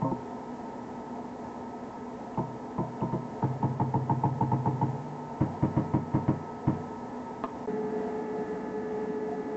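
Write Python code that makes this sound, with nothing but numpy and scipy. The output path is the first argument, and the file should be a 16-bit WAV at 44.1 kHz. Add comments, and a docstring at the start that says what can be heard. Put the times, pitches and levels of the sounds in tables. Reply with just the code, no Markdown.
"""Cooling fans hum in a workshop, and a small CNC router (a cutting machine) makes one short move.
Each move is a buzz of motor steps between two jolts, start and stop, that ring the metal frame.
From about 2.3 s come two faint key ticks and three runs of tiny moves, one run along each axis.
During the last run the listener leans toward a fan's outlet; a light knock follows at 7.4 s.
Then, after an instant of silence, the fans are heard from beside the control laptop."""
import sys
import numpy as np
from scipy import signal
from scipy.fft import rfft, irfft
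from scipy.io import wavfile
from scipy.ndimage import uniform_filter1d

SR = 44100
rng = np.random.default_rng(int(sys.argv[2]) if len(sys.argv) > 2 else 0)


def dump(signal):
    """Clip the signal to [-1, 1] and save it as 16-bit WAV at the path in sys.argv[1]."""
    limited = np.clip(np.atleast_2d(signal).T, -1, 1)
    pcm = np.round(limited * 32767).astype(np.int16)
    wavfile.write(sys.argv[1], SR, pcm)


N = 421596
TIME = np.arange(N) / SR
RING_TIME = np.arange(SR) / SR  # one second, room for one move or knock to die away


def undb(db):
    """Turn decibels into a number to multiply by."""
    return 10 ** (np.asarray(db) / 20)


def add(track, start_s, sound):
    """Mix a sound into the track at its start time."""
    i = int(start_s * SR)
    track[i:i + len(sound)] += sound[:N - i]


def wander(rate):
    """A smooth random curve, about 1 in size, that heads for a new value `rate` times a second."""
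    hold = int(SR / rate)
    stairs = np.repeat(rng.standard_normal(N // hold + 1), hold)
    curve = uniform_filter1d(uniform_filter1d(stairs, hold), hold)[:N]
    return curve / curve.std()


def noise(shape, size, peaks=()):
    """Noise of strength 1, shaped by (Hz, dB) points and by (Hz, width in Hz, dB) peaks or dips."""
    hz = np.arange(size // 2 + 1) * SR / size
    points, db = np.transpose(shape)
    colour_db = np.interp(np.log(hz + 1), np.log(points), db)
    for centre, width, boost_db in peaks:
        colour_db = colour_db + boost_db / (1 + (2 * (hz - centre) / width) ** 2)
    out = irfft(rfft(rng.standard_normal(size)) * undb(colour_db), size)
    return out / out.std()


# The tones of two fans. Each row: multiple of the blade rate, dB at the machine, dB at the laptop.
LOW_FAN = [(1, -46.5, -45.5), (2, -67.5, -60), (5, -78.5, -62), (7, -73.5, -84.5), (8, -72.5, -65),
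           (9, -75.5, -71.5), (10, -88, -90), (11, -93.5, -76)]
HIGH_FAN = [(1, -53, -36), (2, -72, -49.5), (3, -59, -60.5), (4, -80, -58.5)]

def fan(tones, places, blade_hz, drift, flutter_db):
    """Passing blades hum; the speed drifts a little and each tone wavers in the swirling air."""
    phase = 2 * np.pi * np.cumsum(blade_hz * (1 + drift * wander(3))) / SR
    out = 0
    for multiple, *levels in tones:
        loudness = np.sqrt(2) * (undb(levels) @ places) * undb(flutter_db * wander(15))
        out = out + loudness * np.sin(round(multiple) * phase + .22 * wander(30))
    return out


# The whine of the motor drivers. Each row: pitch in Hz, dB at the machine, dB at the laptop.
WHINE = [(1167, -71, -70), (6666, -86, -85)]

def driver_whine(places):
    """The circuits that power the motors give off thin, slightly wavering tones."""
    return sum(np.sqrt(2) * (undb(levels) @ places) * np.sin(2 * np.pi * hz * TIME + wander(18))
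               for hz, *levels in WHINE)


# The tone colour of the rushing air in each place. Each row: pitch in Hz, relative level in dB.
AIR_MACHINE = [(25, -19.5), (60, -9.5), (140, 0.5), (175, -4), (240, 5.5), (320, 2), (520, 0), (950, 0.5),
               (1150, -16), (1400, -16.5), (2050, -22), (2400, -27), (3600, -31.5), (7800, -34)]
AIR_LAPTOP = [(25, -34.5), (60, -15), (130, -10), (210, 4.5), (300, 1.5), (380, -4.5), (600, -7),
              (710, -7.5), (900, -7), (1100, -20), (1900, -21.5), (2400, -33), (3600, -39), (7800, -43)]
# Pitches that the casing, the outlet and the laptop boost or weaken.
# Each row: pitch in Hz, width in Hz, boost in dB.
CASING_PEAKS = [(214, 36, 5), (366, 7.6, -4.5), (435.3, 23, 6), (612, 34, -8.5), (737, 15, -5.5),
                (904.6, 16, 8), (1012, 28, 4.5)]
OUTLET_PEAKS = [(421.2, 15, 27.5), (729, 51, 21), (925, 76, 27), (1754, 310, 9.5)]
LAPTOP_PEAKS = [(370, 34, -3), (420.7, 29, 12.5), (620, 50, -4), (810, 37, -7.5), (833, 20, 8)]

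def rushing_air(places, outlet_gain):
    """Air from the fans rushes through casing and outlet, or past the laptop, and makes them resonate."""
    outlet_shape = [(100, -10.5), (400, 2.5), (1900, -0.5), (3500, -21.5)]
    casing = undb(-40.5) * noise(AIR_MACHINE, N, CASING_PEAKS)
    outlet = undb(-52) * outlet_gain * noise(outlet_shape, N, OUTLET_PEAKS)
    laptop = undb(-36.5) * noise(AIR_LAPTOP, N, LAPTOP_PEAKS)
    air = places[0] * (casing + outlet) + places[1] * laptop
    return air * undb(0.5 * wander(6.6))


# The tone colour of a hollow note in the air. Each row: pitch in Hz, relative level in dB.
HOLLOW_SHAPE = [(560, -46.5), (660, -11.5), (715, 3), (765, -17), (850, -49.5)]
# Its usual level in dB: first at the machine, then at the laptop.
HOLLOW_DB = [-57.5, -54]

def hollow_note(places, swell_db=5.0):
    """A narrow, hollow band of the rushing air swells and fades several times a second."""
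    band = (undb(HOLLOW_DB) @ places) * noise(HOLLOW_SHAPE, N)
    return band * undb(swell_db * np.minimum(wander(14), 2))


def ring(hz, fade_s, db, build, delay=0, lag=0):
    """A struck object's notes: each waits `lag` cycles, swells over `build`, falls 60 dB in fade_s."""
    out = 0
    for k, (pitch, fade, level) in enumerate(zip(hz, fade_s, db)):
        t = np.maximum(RING_TIME - delay - lag / pitch, 0)
        loudness = undb(level - 60 * t / fade) * (1 - np.exp(-t * pitch / build))
        out = out + (-1) ** k * loudness * np.sin(2 * np.pi * pitch * t)  # neighbours swing opposite ways
    return out


def gate(start, stop, ramp):
    """Fade in from start and be silent again by stop; all times are in seconds."""
    return np.clip((RING_TIME - start) / ramp, 0, 1) * np.clip((stop - RING_TIME) / ramp, 0, 1)


# The notes of the drive nut. Each row: pitch in Hz, fade time in seconds, relative level in dB.
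CLACK_NOTES = [(1540, .025, -10.5), (1850, .035, -1.5), (2150, 0.061, -2.5), (2970, .07, -13)]

def nut_clack(db):
    """The nut clacks against its screw as a move starts."""
    return undb(db) * ring(*np.transpose(CLACK_NOTES), build=1.8, delay=.0008)


# The tone colour of the rattling screw and nut. Each row: pitch in Hz, relative level in dB.
RATTLE_SHAPE = [(30, -21.5), (60, -11.5), (160, -2), (300, 2), (550, 7), (1100, 6), (1400, -3.5),
                (2100, -11.5), (2500, -17.5), (3100, -23), (4000, -36), (8000, -43)]

def screw_rattle(length, step_phase, db, fade_s):
    """The loose nut chatters once per motor step, most at the start and again at the stop."""
    start_shake = undb(-60 * RING_TIME / fade_s)
    stop_shake = 0.43 * (RING_TIME > length) * undb(-60 * np.abs(RING_TIME - length) / fade_s)
    chatter = (1 + 0.28 * np.cos(step_phase)) * noise(RATTLE_SHAPE, SR)
    return undb(db) * (start_shake + stop_shake) * gate(0, 1, ramp=0.0022) * chatter


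# The tones of a motor at full speed. Each row: pitch in Hz, relative level in dB.
DRONE_TONES = [(268, -30), (533, -36), (640, -40), (920, -39), (1066, -40)]

def motor_drone(stop_s, run_up_s=0.027, boost_db=5.5, fade_s=0.28):
    """Only a longer move gets up to speed and drones, most strongly at first."""
    tones = sum(undb(db) * np.sin(2 * np.pi * hz * RING_TIME) for hz, db in DRONE_TONES)
    loudness = undb(boost_db - 60 * (RING_TIME - run_up_s) / fade_s)
    return tones * loudness * gate(run_up_s, stop_s, ramp=0.0021)


def move(length, slack, modes, step_hz, step_db, build, lag, rattle_db, rattle_t60, clack_db, slack_db,
         scatter_db=1.2, varying_above_hz=780):
    """One move: a clack and a start jolt, a buzz of steps that rattles the screw, and a stop jolt."""
    hz, fade_s, start_db, stop_db = np.transpose(modes)
    # the frame's low notes ring alike on every move; the high ones vary
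    change_db = (scatter_db * rng.standard_normal(len(hz)) + slack * slack_db) * (hz > varying_above_hz)
    start_jolt = ring(hz, fade_s, start_db + change_db, build, lag=lag)
    stop_jolt = ring(hz, fade_s, stop_db + change_db, build, delay=length, lag=lag)
    # the heavy frame rounds off each jolt, dulling it above 1500 Hz
    jolts = signal.sosfiltfilt(signal.butter(4, 1500, fs=SR, output="sos"), start_jolt + stop_jolt)
    clack = nut_clack(clack_db + scatter_db * rng.standard_normal())
    # a move this short never settles on quite the same step rate
    step_phase = 2 * np.pi * step_hz * (1 + .006 * rng.standard_normal()) * RING_TIME
    motor_stop_s = length + 0.0027
    buzz = undb(step_db + slack * slack_db) * gate(0, motor_stop_s, ramp=0.0035) * np.sin(step_phase)
    rattle = screw_rattle(length, step_phase, rattle_db, rattle_t60)
    return (clack + jolts + buzz + motor_drone(motor_stop_s) + rattle) * gate(-1, 1, ramp=0.22)


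# The notes (modes) of the frame as each axis shakes it.
# Each row: pitch in Hz, fade time in seconds, dB at the start jolt, dB at the stop jolt.
X_MODES = [(53, 0.1, -57, -35.5), (121, 0.3, -62.5, -37.5), (124.9, 0.52, -28, -63.5),
           (157.7, 0.36, -27, -60), (195, 0.092, -23.5, -21.5), (237, 0.52, -57.5, -38.5),
           (251, 0.077, -39, -22.5), (322, 0.089, -34.5, -25), (348, 0.049, -48.5, -18),
           (456, 0.37, -39.5, -63), (520, 0.16, -63, -38), (605, .16, -55, -50), (647, .38, -37.5, -48),
           (710, .3, -57, -46), (883, 0.063, -26.5, -27), (928, 0.67, -35.5, -73),
           (1005, 0.3, -36.5, -63.5)]
Y_MODES = [(63.6, 0.11, -31.5, -58.5), (98, 0.68, -38, -58), (119.8, 0.26, -23, -23),
           (130, 0.55, -19, -23.5), (148.5, 2.4, -41.5, -52), (185.7, 0.097, -17.5, -59.5),
           (231.4, 0.52, -35, -33.5), (294.1, 0.19, -28.5, -60), (309, 0.064, -56, -17.5),
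           (404, 0.066, -66, -32), (450, 0.17, -32.5, -60), (522, .13, -43, -39), (651, .106, -55, -39.5),
           (710, 0.29, -36.5, -56), (843, 0.79, -42, -61.5), (856.4, 0.16, -21, -28.5),
           (928, 0.096, -24.5, -41), (1052, .28, -45.5, -49)]
Z_MODES = [(51.7, 0.063, -31, -50), (96, 0.65, -33.5, -59), (129.8, 0.25, -18.5, -25),
           (156, 0.76, -64, -34), (173.7, 0.85, -44, -52), (198.7, 0.16, -24, -19.5),
           (229.6, 0.6, -48.5, -35.5), (273.6, 0.24, -23, -28.5), (310.3, 0.12, -31.5, -20.5),
           (359.5, 0.24, -34.5, -56.5), (409.5, 0.27, -47.5, -37.5), (524.6, 0.26, -48.5, -36),
           (603, 0.14, -54.5, -39), (633, 0.29, -38.5, -54.5), (720, 0.023, -32, -46.5),
           (941, 0.081, -40, -28), (1105, 0.18, -64.5, -47)]
# The drive of each axis. Each entry: frame notes, step rate in Hz, buzz in dB, build and lag in cycles,
# rattle in dB, its fade time in seconds, clack in dB, dB that full slack adds to buzz and high notes.
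AXES = {"X": dict(modes=X_MODES, step_hz=913, step_db=-43.5, build=0.52, lag=0.072, rattle_db=-43.5, rattle_t60=.11, clack_db=-51, slack_db=2.5),
        "Y": dict(modes=Y_MODES, step_hz=898.6, step_db=-27, build=1.39, lag=0.51, rattle_db=-37, rattle_t60=0.11, clack_db=-55.5, slack_db=-3.5),
        "Z": dict(modes=Z_MODES, step_hz=967, step_db=-36, build=0.11, lag=0.66, rattle_db=-39.5, rattle_t60=0.23, clack_db=-46, slack_db=-0.5)}
# Runs of equal tiny moves on one axis, in quick, uneven succession. Each row: start in seconds, axis,
# length of a move in seconds, waits before each further move in clock beats.
RUNS = [(.0175, "X", .097, []), (2.3748, "X", .0142, [26, 15, 7]),
        (3.422, "Y", .0203, [13, 11, 9, 10, 9, 11, 7, 9, 10]), (5.4045, "Z", .0124, [14, 9, 11, 13, 9, 25])]

def router(clock_hz=64.035, slack_moves=1.9):
    """The moves of a run fall on the controller's clock; the first few take up the nut's slack."""
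    out = np.zeros(N)
    for start_s, axis, length, waits in RUNS:
        for count, beat in enumerate(np.cumsum([0] + waits)):
            slack = np.exp(-count / slack_moves)
            add(out, start_s + beat / clock_hz, move(length, slack, **AXES[axis]))
    return out


def workshop_echo(sound, echo_db=-19, fade_s=0.17):
    """Walls and benches add a short echo to the sound, with hardly any bass in it."""
    tail = noise([(200, -20), (450, -2), (1500, 0), (6000, -6)], SR)
    tail = tail * undb(-60 * RING_TIME / fade_s) * gate(0.019, 1, ramp=0.018)
    echo = signal.fftconvolve(sound, tail / np.sqrt(np.sum(tail ** 2)))[:N]
    return sound + undb(echo_db) * echo


# Faint ticks of a key. Each row: start in seconds, pitch in Hz, level in dB.
KEY_TICKS = [(2.346, 2600, -50), (3.0065, 2640, -45)]

def key_ticks(fade_s=0.014):
    """A plastic key ticks with three short notes that lie close together."""
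    out = np.zeros(N)
    for start_s, hz, db in KEY_TICKS:
        add(out, start_s, ring([0.96 * hz, hz, 1.09 * hz], [fade_s] * 3, [db] * 3, build=2))
    return out


# The light knock. Each row: start in seconds, change of level in dB.
KNOCKS = [(7.437, -2.5)]
# The notes it rings. Each row: pitch in Hz, fade time in seconds, relative level in dB.
KNOCK_NOTES = [(248, 0.047, -17), (430, 0.069, -26), (674, 0.074, -22.5), (890, 0.083, -28),
               (1064, 0.093, -24.5), (1216, 0.085, -27.5), (1700, .045, -35.5), (2050, .04, -39),
               (2670, .025, -43), (3230, .022, -47), (4050, .022, -52)]

def knock(crack_db=-35, crack_fade_s=0.086):
    """A light, hard knock: short ringing notes and a crack of noise."""
    out = np.zeros(N)
    crack_shape = [(60, 4), (300, -14), (1200, 1), (1500, -7), (3000, -14), (4300, -22), (6000, -49)]
    for start_s, db in KNOCKS:
        crack = noise(crack_shape, SR) * gate(0, 1, ramp=.0008)
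        crack = crack * undb(crack_db - 60 * RING_TIME / crack_fade_s)
        notes = ring(*np.transpose(KNOCK_NOTES), build=0.91)
        add(out, start_s, undb(db) * (notes + crack))
    return out


def lean_to_outlet(start_s=5.2, end_s=7.84, ramp_s=0.69, far_db=-1, near_db=2.5):
    """The fan's outlet grows louder as the listener leans in, holds, and falls back."""
    lean = np.clip(np.minimum(TIME - start_s, end_s - TIME) / ramp_s, 0, 1)
    return undb(far_db + (near_db - far_db) * lean)


def scene(leave_s=7.662, arrive_s=7.674):
    """First the machine close by, then the place beside the laptop."""
    # two on/off curves: the first is 1 while at the machine, the second while at the laptop
    places = uniform_filter1d(np.array([TIME < leave_s, TIME > arrive_s], float), size=32, axis=1)
    machine = places[0] * workshop_echo(router() + knock() + key_ticks())
    outlet_gain = lean_to_outlet()
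    leaning_places = np.array([outlet_gain * places[0], places[1]])
    low_fan = fan(LOW_FAN, places, blade_hz=245.75, drift=0.00075, flutter_db=1.0)
    high_fan = fan(HIGH_FAN, leaning_places, blade_hz=430, drift=0.001117, flutter_db=1.13)
    hum = low_fan + high_fan + driver_whine(places) + rushing_air(places, outlet_gain)
    return (machine + hum + hollow_note(places))[None]


def record(dry, hiss_db=-68, top_hz=7750):
    """Add a faint, even hiss and cut away the highest treble."""
    hissing = dry + undb(hiss_db) * rng.standard_normal(N)
    return signal.sosfilt(signal.ellip(10, .2, 60, top_hz, fs=SR, output="sos"), hissing)


dry = scene()
out = record(dry)
dump(out)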